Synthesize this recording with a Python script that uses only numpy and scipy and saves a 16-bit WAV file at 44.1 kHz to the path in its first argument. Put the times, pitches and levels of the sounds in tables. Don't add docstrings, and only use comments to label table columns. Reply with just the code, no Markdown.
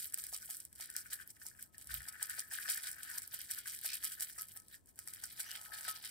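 import sys
import numpy as np
from scipy import signal
from scipy.fft import rfft, irfft
from scipy.io import wavfile
from scipy.ndimage import uniform_filter1d

SR = 44100
rng = np.random.default_rng(int(sys.argv[2]) if len(sys.argv) > 2 else 0)


def pcm_store(signal):
    levels = np.round(np.clip(np.atleast_2d(signal), -1, 1) * 32767)
    wavfile.write(sys.argv[1], SR, levels.astype(np.int16).T)


def volts_from_decibels(level):
    exponent = np.asarray(level, float) / 20
    return 10 ** exponent


N = 269010
TIME = np.arange(N) / SR


def level(x, db):
    return x * volts_from_decibels(db) / np.sqrt(np.mean(x ** 2))


def colour(x, points):
    hz, db = np.transpose(points)
    gain_db = np.interp(np.log(np.fft.rfftfreq(4096, 1 / SR) + 1), np.log(hz), db)
    cepstrum = irfft(np.maximum(gain_db, -70) * np.log(10) / 20)
    cepstrum[1:2048] *= 2
    cepstrum[2049:] = 0
    impulse = irfft(np.exp(rfft(cepstrum)))[None, :2048]
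    return signal.fftconvolve(x, impulse, axes=1)[:, :N]


def held(step, spread):
    return spread * np.repeat(rng.standard_normal(N // step + 1), step)[:N]


def curves(rows):
    s, *columns = np.transpose(rows)
    return [np.interp(TIME, s, column) for column in columns]


def swarm(rate_hz, scatter_db, db, clump_db):
    hit = rng.random(N) < rate_hz / SR
    size_db = scatter_db * np.minimum(rng.exponential(size=N), 4)
    size = volts_from_decibels(size_db) * rng.choice([-1, 1], N)
    clump = uniform_filter1d(held(300, 1), size=300)
    return level(hit * size * volts_from_decibels(clump_db * clump), 0) * volts_from_decibels(db)


def train(rows, db):
    x = np.zeros(N)
    at = (np.array(rows)[:, 0] * SR).astype(int)
    np.add.at(x, np.minimum(at, N - 1), volts_from_decibels(db))
    return x


def spread(x, length_s):
    window = np.hanning(int(length_s * SR) + 3)
    grit = rng.choice([-1, 1], N)
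    return signal.oaconvolve(x, window / np.sqrt(np.sum(window ** 2)), mode="same") * grit


def ring(x, modes, free_hz=None, damp_db=0):
    out = np.zeros((2, N))
    side = np.array([[1], [-1]])
    for hz, db, t60_s, pan_db, lead_rad in modes:
        push = x
        if free_hz is not None:
            push = x * volts_from_decibels(-damp_db * np.abs(np.log2(hz / free_hz)))
        pole = np.exp((2j * np.pi * hz - np.log(1000) / t60_s) / SR)
        z = signal.lfilter([1], [1, -pole], push)
        out = out + volts_from_decibels(db + side * pan_db / 2) * (z * np.exp(.5j * side * lead_rad)).imag
    return out


def soft(x, low_hz, high_hz):
    return signal.sosfilt(signal.butter(3, [low_hz, high_hz], "band", fs=SR, output="sos"), x)


# frequency in Hz, density in dB per Hz.
ROOM = [(35, -28.5), (60, 4), (189, -3), (301, -5.5), (427, -12.5), (666, -15), (749, -18.5), (1090, -18),
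        (1220, -34), (1780, -28), (4030, -47), (8320, -24), (12000, -42), (16000, -60)]


def room():
    room_db = -78
    mid, side = colour(rng.standard_normal((2, N)), ROOM)
    rumble = [(35, -9.0), (60, 4.5), (110, 2.5), (170, -29.0)]  # (Hz, dB per Hz)
    deep, other = colour(rng.standard_normal((2, N)), rumble)
    deep = level(np.array([deep + 1.3 * other, deep - 0.18 * other]), room_db + 0.5)
    hiss = np.array([(mid + 1.36 * side) * volts_from_decibels(2.0), (mid - 0.62 * side) * volts_from_decibels(-0.5)])
    return deep + level(hiss, room_db + 6.0)


# time in seconds, rub along the rim in dB,
# dull bead-on-floor patter re ticks in dB, tray ring re ticks in dB.
GRIP = [(0, -82.5, -8.5, -23), (.5, -100, -9.5, -20.5), (1.0, -88, -8, -11), (1.5, -90, -14.5, -27),
        (2.1, -78.5, -5, -9), (2.5, -85, -8, -11), (2.9, -73.5, -5.5, -14.5), (3.4, -89, -7.5, -17.5),
        (3.9, -87, -2, -17.5), (4.5, -89, -10.5, -16.5), (4.94, -99, -7, -19), (5.4, -77.5, -2, -17),
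        (5.74, -67.5, -4.5, -11), (6.1, -79, -1.5, -16)]


def ringing(s):
    grip = np.array(GRIP)
    return np.interp(s, grip[:, 0], grip[:, 3])


# time of the peak in seconds, tick level in dB, fade in ms per 10
# dB, tray ring re ticks in dB.
BACKS = [(0, -45.5, 32, -15), (0.053, -46, 33, -27), (0.145, -58.5, 32, -7.5), (.293, -55.5, 26, -16),
         (.759, -56, 4, -26.5), (1.213, -54, 28, -2), (1.304, -51.5, 10, -20), (1.425, -54, 20.5, -19.5),
         (1.597, -56.5, 35, -11), (1.747, -61, 14, -24), (1.824, -58, 21, -16.5), (1.915, -51, 36, -17),
         (2.879, -47, 59, -8), (3.003, -56.5, 40, -1), (3.105, -52, 47, -4), (3.147, -51.5, 32, -11),
         (3.231, -50, 28, -11), (3.41, -47.5, 30, -15.5), (3.448, -56, 30, -13.5), (4.124, -49, 38, -13.5),
         (4.204, -50, 12, -5.5), (4.296, -52.5, 20, -16), (4.516, -60, 69, -20), (4.892, -62.5, 18.5, -19),
         (5.189, -58, 19, -11), (5.312, -54, 35, -21), (5.556, -48.5, 32, -13.5), (5.65, -55, 64, -15),
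         (5.848, -49.5, 37, -19), (5.963, -53, 31, -11)]
# time of the knock in seconds, tick level in dB, fade in ms per
# 10 dB, knock in dB.
LANDS = [(.176, -43.5, 30, -65), (.327, -43, 29.5, -63), (.491, -46.5, 68, -68), (.798, -47, 53, -65.5),
         (.957, -46, 52, -83), (1.122, -43, 23, -68), (1.455, -49.5, 36, -72), (1.932, -46.5, 53, -70),
         (2.076, -50.5, 14, -69), (2.219, -44, 33, -60), (2.384, -44.5, 18, -64.5),
         (2.523, -44.5, 80, -64.5), (2.687, -38.5, 73, -62.5), (3.024, -50, 38, -88), (3.172, -43, 12, -70),
         (3.334, -43.5, 20, -69), (3.501, -44.5, 65, -72), (3.67, -45, 67, -69), (3.848, -41, 46, -62),
         (4.035, -41, 35, -60), (4.211, -41, 28, -69), (4.381, -46.5, 47, -59.5), (4.562, -51, 11, -71),
         (4.984, -55, 48, -69.5), (5.073, -52.5, 30, -71.5), (5.232, -49.5, 28, -67),
         (5.393, -41.5, 15, -65.5), (5.731, -48, 37, -64.5), (5.879, -41, 23, -54), (6.039, -47.5, 45, -70)]
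# time of the peak in seconds, tick level in dB, fade in ms
# per 10 dB, first bead re ticks in dB.
STIRS = [(.2386, -49, 45, 10), (.4271, -53.5, 68, 8), (.6025, -56, 22, 16), (0.6513, -59.5, 15, 17.5),
         (.7284, -64.5, 13, 13.5), (0.9013, -54.5, 37, 14.5), (1.065, -60.5, 28, 11.5),
         (1.2756, -62, 35, 15.5), (1.3671, -63.5, 7, -12), (1.626, -54, 24, 14), (1.7813, -58.5, 43, 14),
         (2.0303, -56.5, 38, -7), (2.1257, -60.5, 99, 13.5), (2.2974, -48, 109, 13),
         (2.6304, -49.5, 82, -10), (2.774, -58, 35, 23), (2.8343, -56, 36, 17), (3.2765, -62.5, 42, 20.5),
         (3.589, -47.5, 11, 4), (3.7475, -49, 38, 4), (3.94, -47, 37, 6), (4.3264, -57, 40, -1),
         (4.6004, -69.5, 121, 21), (4.742, -54.5, 23.5, -12), (5.1361, -55.5, 64, 13),
         (5.4433, -52.5, 63, 2), (5.516, -49, -2, -8), (5.6144, -57, 13, 13), (5.7903, -52.5, 26, 2),
         (5.904, -59, 11, 14)]


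def sloshes():
    land_peak_s, land_swell_ms = 0.012, 19.7
    back_swell_re_fade = 0.97
    stir_swell_ms, drop_swell_ms, stir_tray_db = 29.5, 9, 4
    slide_lead_s = 0.0097
    land, back, stir = np.transpose(LANDS), np.transpose(BACKS), np.transpose(STIRS)
    s = np.r_[land[0] + land_peak_s, back[0], stir[0]]
    db = np.r_[land[1], back[1], stir[1]]
    fade_ms = np.r_[land[2], back[2], stir[2]]
    stir_ms = np.where(stir[3] > 8, drop_swell_ms, stir_swell_ms)
    swell_ms = np.r_[np.full(len(LANDS), land_swell_ms), back_swell_re_fade * back[2], stir_ms]
    tray_db = np.r_[ringing(land[0]), back[3], ringing(stir[0]) + stir_tray_db]

    coarse = TIME[::44]
    ms = (coarse[:, None] - s) * 1000
    rise = -ms / np.maximum(swell_ms, 2)
    fall = ms / np.maximum(fade_ms, 2)
    power = volts_from_decibels(db - 10 * np.where(ms < 0, rise, fall)) ** 2
    tick_power = power.sum(axis=1)
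    tray_power = power @ volts_from_decibels(tray_db) ** 2
    tick_db = np.interp(TIME, coarse, 10 * np.log10(tick_power + 1e-14))
    tray_db = np.interp(TIME + slide_lead_s, coarse, 10 * np.log10(tray_power + 1e-14))
    return tick_db, tray_db


# time in
# seconds, peak in dB, pitch in Hz.
MORE_CLICKS = [(0.023, -36, 9300), (0.044, -28, 10400), (0.099, -39, 9100), (0.138, -30, 8300),
               (0.3279, -33, 9300), (0.3848, -41, 9800), (0.508, -28, 10200), (0.5523, -34, 10100),
               (0.631, -48, 9200), (0.7532, -43, 9800), (0.758, -41, 8400), (1.2154, -44, 10700),
               (1.366, -51, 8300), (1.8212, -40.5, 8600), (1.915, -39, 9500), (1.946, -38, 10400),
               (2.0308, -41, 9500), (2.2308, -28, 9400), (2.4033, -26.5, 10170), (2.6284, -42, 12900),
               (2.7013, -22, 10400), (2.7085, -26, 8700), (2.778, -28.5, 11400), (2.9295, -35, 9600),
               (3.115, -31, 9300), (3.184, -30, 10400), (3.3903, -32, 11300), (3.5179, -26, 9900),
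               (3.7494, -35, 9600), (3.8135, -34, 11560), (3.85, -33, 9500), (3.8543, -32, 10700),
               (3.8588, -25.5, 10000), (3.8893, -31, 9500), (3.9405, -31, 11500), (3.9454, -28, 10400),
               (3.954, -26, 11300), (3.969, -32, 10500), (4.0513, -23, 9100), (4.0728, -36, 10200),
               (4.152, -40, 11700), (4.2, -27, 9100), (4.2981, -44, 10200), (4.3274, -41, 10100),
               (4.6196, -48, 9100), (4.743, -41, 8700), (4.872, -50, 9600), (5.1471, -36, 11400),
               (5.2379, -26, 9400), (5.364, -45, 11000), (5.4008, -35, 8840), (5.4137, -38, 9200),
               (5.4432, -38, 8700), (5.5142, -28, 6300), (5.7379, -47, 10500), (5.751, -43, 9500),
               (5.7883, -36, 12600), (5.8513, -39, 11000), (5.9032, -32, 9600), (6.0488, -35, 9500)]
# time in seconds, peak in dB, pitch in Hz.
CLICKS = [(.124, -45, 9800), (.1427, -28.5, 8400), (.2195, -45, 8500), (.2671, -39.5, 8600),
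          (.292, -48, 9500), (.3355, -39, 9000), (.364, -38.5, 9000), (.3755, -43, 8500),
          (.4584, -44.5, 8400), (.569, -42, 8000), (.579, -55, 8500), (2.7435, -40, 9500),
          (2.872, -38, 9500), (3.9325, -37.5, 9500), (4.567, -46, 9000), (.5469, -41, 10200),
          (.8576, -45, 9700), (1.178, -62, 10900), (1.4855, -43.5, 9500), (1.813, -48, 9200),
          (1.844, -51, 9900), (1.8719, -43, 9200), (2.3575, -55, 8700), (2.8858, -44, 9200),
          (2.9146, -39.5, 8700), (3.1016, -42.5, 11400), (3.4158, -41, 10500), (3.7891, -41.5, 9300),
          (3.8364, -40, 11400), (3.904, -44, 10600), (4.2075, -32, 9500), (4.411, -38, 11600),
          (4.4197, -36, 10800), (4.4851, -48, 11200), (4.683, -50.5, 9500), (4.8589, -60, 8600),
          (4.958, -58, 8700), (5.8093, -41.5, 9600), (5.8376, -50, 7000), (5.9122, -37.5, 9300)]
# time in seconds, peak in dB.
CRACKS = [(0.965, -30), (1.1314, -39), (1.466, -38), (1.9417, -32), (2.086, -37.5), (2.2275, -29),
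          (2.394, -30.5), (2.699, -32.5), (3.032, -39), (3.34, -40), (3.5118, -31.5), (3.6764, -37.5),
          (3.862, -35), (4.0447, -31), (4.2218, -38), (4.3865, -40), (4.573, -40.5), (4.99, -38.5),
          (5.0752, -38), (5.0845, -43.5), (5.2413, -39), (5.882, -38)]


def lone_clicks(bead_hz):
    stir, crack = np.transpose(STIRS), np.transpose(CRACKS)
    s = np.r_[crack[0], stir[0]]
    db = np.r_[crack[1], stir[1] + stir[3]]
    hz = np.sqrt(8890 * bead_hz[(s * SR).astype(int)])
    more_clicks = np.array(MORE_CLICKS) + [0, -9.5, 0]
    return np.r_[CLICKS, more_clicks, np.c_[s, db, hz]]


def pitch_at(rows, elsewhere_hz):
    hz, rows = elsewhere_hz.copy(), np.array(rows)
    hz[(rows[:, 0] * SR).astype(int)] = rows[:, 2]
    return hz


def paths(x, hz, count, shared, bump_db):
    t = np.arange(1024) / SR
    kinds_hz = np.repeat(np.geomspace(5500, 14500, count), 2)
    tick = (1 - np.exp(-t / .0001)) * np.exp(-t / .00055)
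    shape = tick + volts_from_decibels(-21) * np.exp(-t / .008)
    borders_hz = np.sqrt(kinds_hz[2::2] * kinds_hz[:-2:2])
    kind = 2 * np.digitize(hz, borders_hz) + rng.integers(0, 2, N)
    common = rng.standard_normal(len(t))
    common = np.array([common, np.roll(common, 1)])
    share = np.clip(shared, 0, 1)
    out = 0
    for k, centre_hz in enumerate(kinds_hz):
        way = np.sqrt(share) * common + np.sqrt(1 - share) * rng.standard_normal((2, len(t)))
        way = way + volts_from_decibels(bump_db) * signal.lfilter(*signal.iirpeak(centre_hz, 3.5, fs=SR), way)
        way = way * shape / np.sqrt(np.sum((way * shape) ** 2, axis=1, keepdims=True))
        out = out + signal.oaconvolve((x * (kind == k))[None], way, axes=1)[:, :N]
    return out


FLOOR_HZ = (2160, 3080, 4030, 4690, 6700)


def shifting(x):
    out = 0
    for hz in FLOOR_HZ:
        drift = uniform_filter1d(held(2600, 1.2), size=2000)
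        out = out + volts_from_decibels(3.5 * drift) * signal.lfilter(*signal.iirpeak(hz, 3.5, fs=SR), x)
    return out


# frequency in Hz, density in dB per Hz.
TICK = [(2820, -23), (4800, -6.5), (7000, -6.5), (7300, -7.5), (7900, 0.5), (9190, 1), (10200, -3.5),
        (13900, 0), (15400, 2), (16000, -13)]
# frequency in Hz, density in dB per Hz.
PATTER = [(1290, -15), (2200, -0.5), (2510, 0.5), (2710, -9), (3040, 0), (3700, -2.5), (5000, -1.5),
          (6500, -13.5), (11000, -120)]


def bead_ticks(tick_db, patter_db):
    crowd = swarm(1300, 3.3, tick_db, clump_db=.8)
    bead_hz = 9000 * 2 ** (held(700, .25) + held(1, .22))
    clicks = lone_clicks(bead_hz)
    hits = crowd * volts_from_decibels(-2.0) + train(clicks, clicks[:, 1] + 14.9)
    hits = paths(hits, pitch_at(clicks, bead_hz), count=8, shared=.15, bump_db=11)
    skids = swarm(700, 2.5, tick_db + 1.5, clump_db=3)
    skids = paths(skids, bead_hz, count=2, shared=.3, bump_db=-20)
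    patter = shifting(colour(hits + skids, PATTER))
    return colour(hits, TICK) * volts_from_decibels(7.0) + patter * volts_from_decibels(patter_db + 0.9)


# time in seconds, peak in dB, favoured ring in Hz.
KNOCKS = [(0.056, -45, 1900), (0.1382, -46, 1710), (0.1785, -53, 1700), (0.3499, -49, 1700),
          (0.5455, -46.5, 1820), (0.7277, -69, 1700), (0.8158, -49, 1810), (0.8939, -52, 1730),
          (0.9521, -46, 1720), (1.1333, -40, 1580), (1.5503, -52, 1670), (2.004, -39.5, 1670),
          (2.054, -47, 1600), (2.087, -47, 1560), (2.2194, -54, 1560), (2.378, -38, 1560),
          (2.513, -40, 1680), (2.5224, -42, 1570), (2.6783, -34.5, 1710), (2.7126, -43, 1720),
          (2.8726, -41, 1640), (3.152, -42, 1730), (3.1724, -46, 1700), (3.5027, -39, 1600),
          (3.8463, -45, 1700), (4.029, -41.5, 1700), (4.2047, -39.5, 1810), (4.2992, -49, 1700),
          (4.362, -50, 1700), (4.3856, -40.5, 1570), (4.743, -48, 1730), (4.9905, -48, 1710),
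          (5.0738, -47, 1700), (5.0824, -46, 1720), (5.1701, -43, 1820), (5.2397, -45.5, 1590),
          (5.3344, -54.5, 1680), (5.3982, -41, 1620), (5.514, -50, 1600), (5.555, -50, 1580),
          (5.6595, -43.5, 1600), (5.7373, -43, 1800), (5.8098, -44, 1700), (5.8804, -37.5, 1750),
          (5.888, -53, 1900)]


def floor_knocks(struck_hz):
    knock_s = 0.0048
    hz, half = struck_hz.copy(), int(knock_s * SR)
    for s, _, ring_hz in KNOCKS:
        at = int(s * SR)
        hz[at - half:at + half] = ring_hz
    blows = train(KNOCKS, np.array(KNOCKS)[:, 1] - 5)
    return spread(blows, knock_s), hz


# time in seconds, peak in dB.
TAPS = [(.2389, -57), (.8051, -58), (.4296, -48), (1.0576, -44.5), (1.1999, -45.5), (1.367, -54.5),
        (1.417, -49), (1.515, -55.5), (1.592, -48), (1.746, -50.5), (1.894, -43.5), (1.906, -40),
        (2.134, -52), (2.144, -46), (2.155, -42.5), (2.162, -47), (2.1978, -45), (2.209, -51),
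        (2.295, -57.5), (2.318, -46), (2.366, -46), (2.385, -58), (2.3044, -49.5), (2.421, -48),
        (2.5858, -38), (2.6069, -39), (2.6578, -37.5), (2.7537, -40.5), (2.7783, -39.5), (2.8469, -48),
        (3.0967, -41), (3.5775, -43), (3.6583, -38.5), (5.4634, -44), (5.525, -50), (5.7218, -45),
        (5.8512, -40)]


def floor_taps():
    land = np.transpose(LANDS)
    landing_db = land[1] + ringing(land[0]) + 4.5
    drops = np.r_[TAPS, np.c_[land[0], landing_db]]
    return spread(train(drops, drops[:, 1] - 1.5), 0.009)


# frequency in Hz, level in dB, t60 in seconds, left minus right in dB,
# left lead in radians.
TRAY = [(1264, -8, 0.035, -15, 0.36), (1422, -15, 0.095, 6.5, 0.87), (1545, -21.5, 0.048, -17.5, 3.9),
        (1522, -2.5, 0.026, 14.5, 1.27), (1681.6, -2.5, 0.018, 21, 0.25), (1787, -15.5, 0.019, -4, 0.47),
        (1842, -13, 0.049, -17.5, 3.5), (2238, -0.5, 0.033, 0.5, 2.9), (2300, -22, 0.029, 18, 7.5)]


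def tray_ring(tray_db):
    taps = swarm(600., 2.5, tray_db, clump_db=1.0) * volts_from_decibels(-15.5) + floor_taps()
    struck_hz = 1680 * 2 ** (held(1500, .12) + held(1, .06))
    blows, struck_hz = floor_knocks(struck_hz)
    return soft(ring(taps + blows, TRAY, struck_hz, damp_db=26), 1444, 3070)


# frequency in Hz, level in dB, t60 in seconds, left minus right in dB,
# left lead in radians.
RIM = [(693, -4, 0.13, -2, 0.63), (749, 6, 0.1, 6, 0.67), (847, 12, 0.03, -9.5, 0.1),
       (1036, 2, 0.093, 10, -2.2), (1285, 1.5, 0.17, 31, -0.44)]


def rim_knocks(rim_db):
    rub = swarm(700., 3.9, rim_db, clump_db=-3.0) * volts_from_decibels(-34.5)
    knocks = spread(train(LANDS, np.array(LANDS)[:, 3] - 6.5), 0.0044)
    free_hz = 900 * 2 ** held(500, .25)
    return soft(ring(rub + knocks, RIM, free_hz, damp_db=8), 440, 1800)


def echoes(x, db, t60_s):
    t = np.arange(3000) / SR
    tail = rng.standard_normal((2, len(t))) * volts_from_decibels(-60 * t / t60_s)
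    tail = tail * volts_from_decibels(db) / np.sqrt(np.sum(tail ** 2, axis=1, keepdims=True))
    return x + signal.oaconvolve(x, tail, axes=1)[:, :N]


def beads():
    tick_db, tray_db = sloshes()
    rim_db, patter_db, _ = curves(GRIP)
    ticks = bead_ticks(tick_db, patter_db)
    body = tray_ring(tray_db) + rim_knocks(rim_db)
    return ticks + echoes(body, db=-4.5, t60_s=0.13)


# centre in seconds, length in seconds, pitch in Hz, level in dB,
# width in Hz.
RUBS = [
    (0.35, 0.046, 1180, -71, 250),
    (3.156, 0.12, 960, -69, 350),
    (3.912, 0.14, 2510, -54.5, 500),
    (4.733, 0.034, 3950, -66, 250),
    (5.51, 0.12, 2980, -57, 453),
    (5.484, 0.079, 6000, -60, 800),
    (5.62, 0.34, 1290, -77, 600),
    (5.75, 0.056, 4360, -63, 300),
]


def rubs():
    grit = swarm(900, 2, 0, clump_db=2) + .6 * rng.standard_normal((2, N))
    out = 0
    for s, length_s, hz, db, width_hz in RUBS:
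        swell = np.cos(np.pi * np.clip((TIME - s) / length_s, -.5, .5))
        ridge = signal.iirpeak(hz, hz / width_hz, fs=SR)
        scrape = signal.lfilter(*ridge, signal.lfilter(*ridge, grit))
        out = out + volts_from_decibels(db) * swell * level(scrape, 0)
    return out


# time in seconds, level in dB.
THUD = [
    (1.859, -75),
    (1.925, -53),
    (2.015, -55.5),
    (2.07, -74),
]


def thud():
    s, db = np.transpose(THUD)
    # Hz, dB, t60 s, left minus right dB, left lead rad
    table = [(68, 0, .2, 0, .5), (66, -3, .35, 0, .5), (125, -6, .12, 1, -.5), (235, -20, .1, 1, .5)]
    hum = level(soft(ring(rng.standard_normal(N), table), 52, 180), -0.16)
    return hum * volts_from_decibels(np.interp(TIME, s, db, left=-120, right=-120))


def scene():
    return beads() + rubs() + thud() + room()


def band_limit(x):
    return signal.sosfilt(signal.butter(12, 17070, fs=SR, output="sos"), x)


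def record(dry):
    dry = dry * volts_from_decibels(np.array([[-.4], [.4]]))
    low_pass = signal.ellip(8, .2, 30, 15800, fs=SR, output="sos")
    return band_limit(signal.sosfilt(low_pass, dry))


dry = scene()
out = record(dry)
pcm_store(out)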